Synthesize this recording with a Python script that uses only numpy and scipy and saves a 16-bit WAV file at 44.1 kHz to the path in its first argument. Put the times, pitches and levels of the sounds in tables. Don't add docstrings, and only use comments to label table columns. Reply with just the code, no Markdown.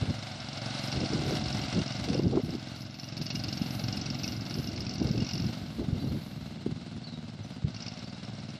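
import sys
import numpy as np
from scipy import signal
from scipy.fft import rfft, irfft, next_fast_len
from scipy.io import wavfile
from scipy.ndimage import uniform_filter1d, map_coordinates

SR = 44100
rng = np.random.default_rng(int(sys.argv[2]) if len(sys.argv) > 2 else 0)


def file_out(sig):
    cols = np.atleast_2d(sig).T
    lim = np.clip(cols, -1, 1)
    pcm = np.round(lim * 32767).astype(np.int16)
    wavfile.write(sys.argv[1], SR, pcm)


def magnitude_from_level(level_db):
    exponent = np.asarray(level_db, float) / 20
    return 10 ** exponent


N = 378813
t = np.arange(N) / SR


def unit(x):
    return x / np.sqrt(np.mean(x ** 2) + 1e-20)


def curves(rows):
    s, *columns = np.transpose(rows)
    return [np.interp(t, s, column) for column in columns]


def swells(rows):
    return sum(db * np.exp(-(2 * (t - s) / length) ** 2) for s, length, db in rows)


def wobble(knots_per_s):
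    knots = rng.standard_normal(int(N * knots_per_s / SR) + 4)
    return map_coordinates(knots, [t * knots_per_s])


def filtered(x, response):
    size = next_fast_len(N + SR // 2)
    hz = np.fft.rfftfreq(size, 1 / SR)
    return irfft(rfft(x, size) * response(hz), size)[:N]


def coloured(x, spectrum):
    points_hz, db = np.transpose(spectrum)

    def response(hz):
        return magnitude_from_level(np.interp(np.log(hz + 1), np.log(points_hz), db, -120, -120))

    return unit(filtered(x, response))


def ringing(x, modes):
    def response(hz):
        total = 0
        for k, (centre_hz, width_hz, db) in enumerate(modes):
            damping = 1j * hz * width_hz
            total = total + (-1) ** k * magnitude_from_level(db) * damping / (centre_hz ** 2 - hz ** 2 + damping)
        return total

    return unit(filtered(x, response))


def cut(x, order, hz, kind):
    return signal.sosfilt(signal.butter(order, hz, kind, fs=SR, output="sos"), x)


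def later(x, delay_ms):
    return np.interp(t - delay_ms / 1000, t, x, 0)


def smeared(x, t60, wet_db):
    tail = rng.standard_normal(SR // 4) * magnitude_from_level(-60 * t[:SR // 4] / t60)
    return x + magnitude_from_level(wet_db) * signal.fftconvolve(x, tail / np.linalg.norm(tail))[:N]


# start_s, firing_rate_hz
SPEED = [(0.0, 23.506), (0.5, 22.879), (1.8, 22.253), (3.2, 22.133), (3.5, 22.438), (5.0, 22.375),
         (5.5, 22.903), (6.4, 20.254), (7.25, 18.873), (7.45, 17.453), (7.7, 16.559), (7.87, 17.314),
         (8.02, 19.315), (8.6, 19.749)]


def firings(lead_ms, scatter_db):
    first_cycle = -.345
    cycle = np.floor(first_cycle + np.cumsum(curves(SPEED)[0]) / SR)
    at = np.nonzero(np.diff(cycle))[0] - round(lead_ms * SR / 1000)
    strength = magnitude_from_level(scatter_db * rng.standard_normal(len(at)))
    spikes = np.zeros(N)
    spikes[at[at >= 0]] = strength[at >= 0]
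    return spikes


def swell(spikes, rise_ms, fall_ms):
    ms = 1000 * t[:SR // 10]
    pulse = (1 - np.exp(-ms / rise_ms)) * np.exp(-ms / fall_ms)
    return np.abs(signal.fftconvolve(spikes, pulse)[:N])


# start_s, delay_ms
SHED = [(0, 95), (2.1, 55.7), (2.6, 57.6), (3.7, 45), (4, 39), (5, 24.2), (6.3, 14.7), (7, 11.2),
        (7.8, 17.1), (8.6, 13.5)]
# start_s, rear_share_0_to_1, trailer_echo_db, house_echo_db
HOUSES = [
    (0, 0, -5, -12),
    (2, .1, -6, -12),
    (2.7, .15, -14, -7),
    (4.5, .25, -12, -7),
    (6.2, 1, -20, -18),
    (8.6, 1, -20, -18),
]
# centre_hz, width_hz, level_db
SILENCER = [(126, 32.3, 2), (199, 90, -2.5), (308, 25.4, -2.5), (560, 48, -24.5), (733, 32, -20)]
# centre_hz, width_hz, level_db
TAILPIPE = [(151, 54, -2), (241, 54, -2.5), (308, 144, -15.5), (680, 19, -47), (730, 18, -44)]


def thumps():
    delay_ms, = curves(SHED)
    shed_db = 3.5 - 0.37 * delay_ms
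    rear, trailer_db, house_db = curves(HOUSES)
    blows = -cut(firings(lead_ms=4.9, scatter_db=1), order=2, hz=95, kind="high")
    back = ringing(blows, TAILPIPE)
    beat = (1 - rear) * ringing(blows, SILENCER) + rear * back
    trailer = magnitude_from_level(trailer_db) * later(beat, 8.4)
    house = magnitude_from_level(house_db) * later(back, 25.4)
    return unit(beat + trailer + house + magnitude_from_level(shed_db) * later(beat, delay_ms))


def gas(gate, modes):
    return cut(ringing(unit(gate) * rng.standard_normal(N), modes), order=8, hz=5690, kind="low")


# centre_hz, width_hz, level_db
OUTLET = [(1470, 770, -38), (2200, 47, -5), (2614, 99, -3.5), (4200, 1280, -3.5), (5300, 1360, -1.5)]
# centre_hz, width_hz, level_db
JET = [(2810, 58, -0.5), (4300, 410, -21), (5206, 750, 2.5)]
# centre_s, length_s, rise_db
SPITS = [(.55, 0.31, 5.5), (1.4, 1, 1), (3.32, 0.55, 7.5), (3.97, 0.093, 1), (4.25, 0.067, 6.5),
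         (4.87, 0.28, 4.5), (5.3, .14, 4), (7.2, 0.58, 12), (7.7, 0.046, 3), (7.86, 0.2, 10),
         (8.5, 0.053, 5)]


def puffs(spits):
    delay_ms, = curves(SHED)
    direct = gas(swell(spits, rise_ms=2.0, fall_ms=3.5), OUTLET)
    front = gas(swell(spits, rise_ms=1.7, fall_ms=2.8), JET)
    puff = direct + magnitude_from_level(3) * later(front, delay_ms + 2.1)
    return magnitude_from_level(swells(SPITS)) * smeared(puff, t60=0.14, wet_db=-4)


# frequency_hz, density_db_per_hz
CLATTER = [(210, -54), (350, -18), (450, -13.5), (600, -1.5), (740, -2), (1000, -11.5), (1500, -6),
           (1820, -15.5), (2120, -6.5), (2450, -14), (2750, -7), (3100, -11), (4100, -6), (5360, -14),
           (6300, -21), (8850, -24.5), (14800, -33.5)]
# centre_hz, width_hz, level_db
BONNET = [(566, 69, -11.5), (606, 10.5, -3.5), (665, 8.4, -0.5), (741, 8.2, 4.5)]


def clatter(spits):
    shake = 1 + 0.16 * unit(swell(spits, rise_ms=3.0, fall_ms=3.4))
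    unsteady = magnitude_from_level(1.2 * wobble(60) + 0.35 * wobble(13))
    rattle = coloured(shake * unsteady * rng.standard_normal(N), CLATTER)
    knocks = swell(firings(lead_ms=5.92, scatter_db=-1.5), rise_ms=0.23, fall_ms=0.24)
    knock_db = -9.5 - 6 * curves(HOUSES)[0]
    return rattle + magnitude_from_level(knock_db) * ringing(knocks, BONNET)


# start_s, clatter_db
ENGINE = [(0, -44.5), (0.35, -46.5), (0.75, -41.5), (1.5, -42), (2.17, -45), (2.27, -51.5), (2.7, -49.5),
          (2.95, -54), (3.3, -49), (3.95, -47), (4.6, -49), (5.1, -50), (5.5, -48.5), (5.75, -52.5),
          (7.3, -55), (7.66, -56), (7.7, -52), (8.59, -53)]
# start_s, thump_over_clatter_db, puff_over_clatter_db
FACING = [(0, 1.5, -13), (.45, 1.5, -14), (.8, 4, -8.5), (2.2, 6, -8.5), (3.6, 10.5, -4), (5.4, 9.5, -2),
          (5.8, 8.5, -15), (7.4, 11, -25), (7.66, 13, -18), (7.7, 7, -7.5), (8.59, 10, -10.5)]


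def engine():
    clatter_db, = curves(ENGINE)
    thump_db, puff_db = clatter_db + curves(FACING)
    spits = firings(lead_ms=3.55, scatter_db=3)
    return magnitude_from_level(thump_db) * thumps() + magnitude_from_level(puff_db) * puffs(spits) + magnitude_from_level(clatter_db + 2.0) * clatter(spits)


# start_s, peak_db, pitch_hz
POPS = [(0.019, -10.5, 125), (0.969, -11, 122), (1.033, -16, 128), (1.134, -23, 131), (1.165, -27, 170),
        (1.759, -11.5, 176), (1.781, -13, 170), (1.812, -10.5, 170), (2.099, -11.5, 199),
        (2.193, -5.5, 297), (2.26, -9, 122), (2.334, -29, 151), (2.372, -24, 200), (2.432, -13.5, 181),
        (2.549, -16, 280), (3.613, -7.5, 201), (5.014, -10, 254), (5.048, -11, 132), (5.089, -17, 238),
        (5.104, -8, 153), (5.174, -35, 130), (5.219, -13, 161), (5.451, -17, 175), (5.881, -13.5, 184),
        (5.922, -9, 118), (6.662, -9.5, 308), (6.689, -18, 232), (6.716, -21, 144), (7.64, -7.5, 127),
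        (7.668, -21, 142)]


def pops():
    push = np.zeros(N + SR)
    for s, db, hz in POPS:
        cycles = t[:round(2.2 * SR / hz)] * hz
        shape = np.hanning(len(cycles)) * np.cos(2 * np.pi * cycles)
        push[round(s * SR):][:len(cycles)] -= magnitude_from_level(db - 7.5) * shape
    return push[:N]


# start_s, hold_s, buffet_db, edge_over_buffet_db
GUSTS = [(.03, 0.0078, -33, -4.5), (0.093, 0.015, -30.5, -7), (0.952, 0.09, -34, -2.5),
         (1.127, .22, -33, -4.5), (1.394, 0.26, -35, -17), (1.767, 0.017, -24.5, -7.5),
         (2, 0.063, -35.5, -26), (2.076, 0.13, -33, -1.5), (2.246, 0.031, -23.5, -11.5),
         (2.326, 0.055, -31, 4), (2.447, 0.12, -36, -11.5), (3.203, 0.009, -35.5, -13),
         (3.297, 1.9, -40.5, -13.5), (3.44, 0.079, -38.5, -15), (3.953, 0.022, -47, -14),
         (4.09, 0.015, -34.5, -9), (4.328, 0.11, -40, -10.5), (4.576, 0.018, -33.5, -5.5),
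         (4.69, .14, -36.5, -12), (5.006, .1, -34, -1), (5.155, 0.081, -31, -10.5), (5.341, 0.15, -33, -16),
         (5.55, 0.25, -41.5, -21), (5.796, 0.027, -29.5, -5.5), (5.878, 0.13, -36.5, -7),
         (6.022, 0.15, -31, -12), (6.286, 0.55, -43, -24), (6.66, 0.054, -36, -18),
         (6.96, 0.012, -37.5, -24), (7.663, 0.023, -37.5, -11.5)]


def gusts():
    rise_db_per_s, fall_db_per_s = 478, 385
    buffet_db, edge_db = np.full(N, -46.0), np.full(N, -17.0)
    for s, hold, db, sharp_db in GUSTS:
        before_s, after_s = np.maximum(s - t, 0), np.maximum(t - s - hold, 0)
        own_db = db - rise_db_per_s * before_s - fall_db_per_s * after_s
        edge_db = np.where(own_db > buffet_db, sharp_db, edge_db)
        buffet_db = np.maximum(buffet_db, own_db)
    return buffet_db, uniform_filter1d(edge_db, size=SR // 40)


# frequency_hz, density_db_per_hz
BUFFET = [(15, -79), (30, -30), (68, -6), (124, -1.5), (250, -6), (340, -13.5), (600, -54)]
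# frequency_hz, density_db_per_hz
EDGE = [(150, -19), (300, 5.5), (430, -0.5), (600, -9), (900, -21.5), (1400, -31)]
# frequency_hz, density_db_per_hz
BREEZE = [(15, -37), (30, -4), (55, -14), (80, -13), (110, 26), (160, -40)]


def wind():
    buffet_db, edge_db = gusts()
    buffet_db = buffet_db + .6 * np.minimum(buffet_db + 40, 0)
    eddies = wobble(40)
    body = unit(magnitude_from_level(1.0 * eddies) * coloured(rng.standard_normal(N), BUFFET))
    edge = unit(magnitude_from_level(2 * eddies + 3.5 * wobble(110)) * coloured(rng.standard_normal(N), EDGE))
    breeze = magnitude_from_level(-50 + 0.56 * wobble(5.7)) * coloured(rng.standard_normal(N), BREEZE)
    return magnitude_from_level(buffet_db) * (body + magnitude_from_level(edge_db) * edge) + breeze


# centre_s, length_s, rise_db
INSECTS = [(.85, 0.12, 10), (1.43, 0.58, 8), (2.13, 0.68, 6), (2.82, 0.1, 7.5), (3.06, 0.067, 7),
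           (3.71, 0.87, 10), (4.3, 0.39, 9), (4.62, 0.27, 7.5), (5.15, 0.79, 7.5), (5.65, 0.77, 5),
           (6.1, 0.36, 0), (6.47, 0.065, 3), (7.85, .35, 8.5)]
# frequency_hz, density_db_per_hz
BUZZ = [(8000, -50), (10400, -0.5), (11300, -7.5), (12200, 0.5), (13600, -2), (14300, -38)]


def insects():
    level_db = -70 - 6.5 * (t > 6.55) + swells(INSECTS)
    return magnitude_from_level(level_db + 2.8 * wobble(8)) * coloured(rng.standard_normal(N), BUZZ)


# start_s, length_s, start_pitch_hz, end_pitch_hz, level_db
BIRD = [(5.984, 0.056, 4140, 3830, -51), (5.998, 0.043, 4680, 4460, -46), (6.067, 0.044, 4050, 4430, -48),
        (6.3, 0.038, 5300, 5230, -60), (7.03, 0.042, 4300, 4670, -46.5), (7.066, 0.013, 4720, 3770, -42),
        (7.133, 0.027, 3920, 3730, -45), (7.427, 0.021, 6040, 5850, -53.5), (7.44, 0.025, 5300, 5240, -54),
        (7.528, .035, 5060, 4620, -53), (8.049, 0.04, 4500, 4750, -48), (8.135, 0.022, 3980, 3740, -49)]


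def bird():
    song = np.zeros(N + SR)
    for s, length, start_hz, end_hz, db in BIRD:
        size = round(length * SR)
        hz = np.linspace(start_hz, end_hz, size)
        whistle = np.hanning(size) ** 0.5 * np.sin(2 * np.pi * np.cumsum(hz) / SR)
        song[round(s * SR):][:size] += magnitude_from_level(db - 3) * whistle
    return smeared(song[:N] * magnitude_from_level(3.5 * wobble(220)), t60=.2, wet_db=2)


def scene():
    return (engine() + wind() + pops() + bird() + insects())[None]


# frequency_hz, level_db
STEP = [(5500, -115), (7000, -93), (8300, -86.5), (9600, -83.5), (11500, -82), (14000, -81)]
WHOLE = [2.45, 3.18, 3.22, 3.26, 3.355, 3.4, 3.44, 3.75, 3.97, 4.81, 4.94, 5.03, 5.335]


def starved(x):
    window = np.sin(np.pi * (np.arange(2048) + .5) / 2048)
    hz, s, z = signal.stft(x, SR, window, nperseg=2048)
    midrange = np.abs(z[0, (hz > 3000) & (hz < 7000)]).mean(axis=0)
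    midrange_level = uniform_filter1d(midrange, size=13)
    chance_db = 2.5 * np.repeat(rng.standard_normal((65, len(s))), 16, axis=0)[:len(hz)]
    step_db = np.interp(hz, *np.transpose(STEP))[:, None] + chance_db
    step = magnitude_from_level(step_db) * (midrange_level / np.median(midrange_level)) ** .75
    whole = np.abs(s[:, None] - WHOLE).min(axis=1) < .012
    lifted = z * magnitude_from_level(1.1 * (hz > 8500))[:, None]
    z = np.where(whole, lifted, z * (np.abs(z) > step))
    return signal.istft(z, SR, window, nperseg=2048)[1][:, :N]


def roll_off(x):
    return signal.sosfilt(signal.butter(12, 14990, fs=SR, output="sos"), x)


def record(dry):
    rounded = dry / (1 + np.abs(dry / .15) ** 4) ** (1 / 4)
    mix = starved(rounded)
    return roll_off(mix)


dry = scene()
out = record(dry)
file_out(out)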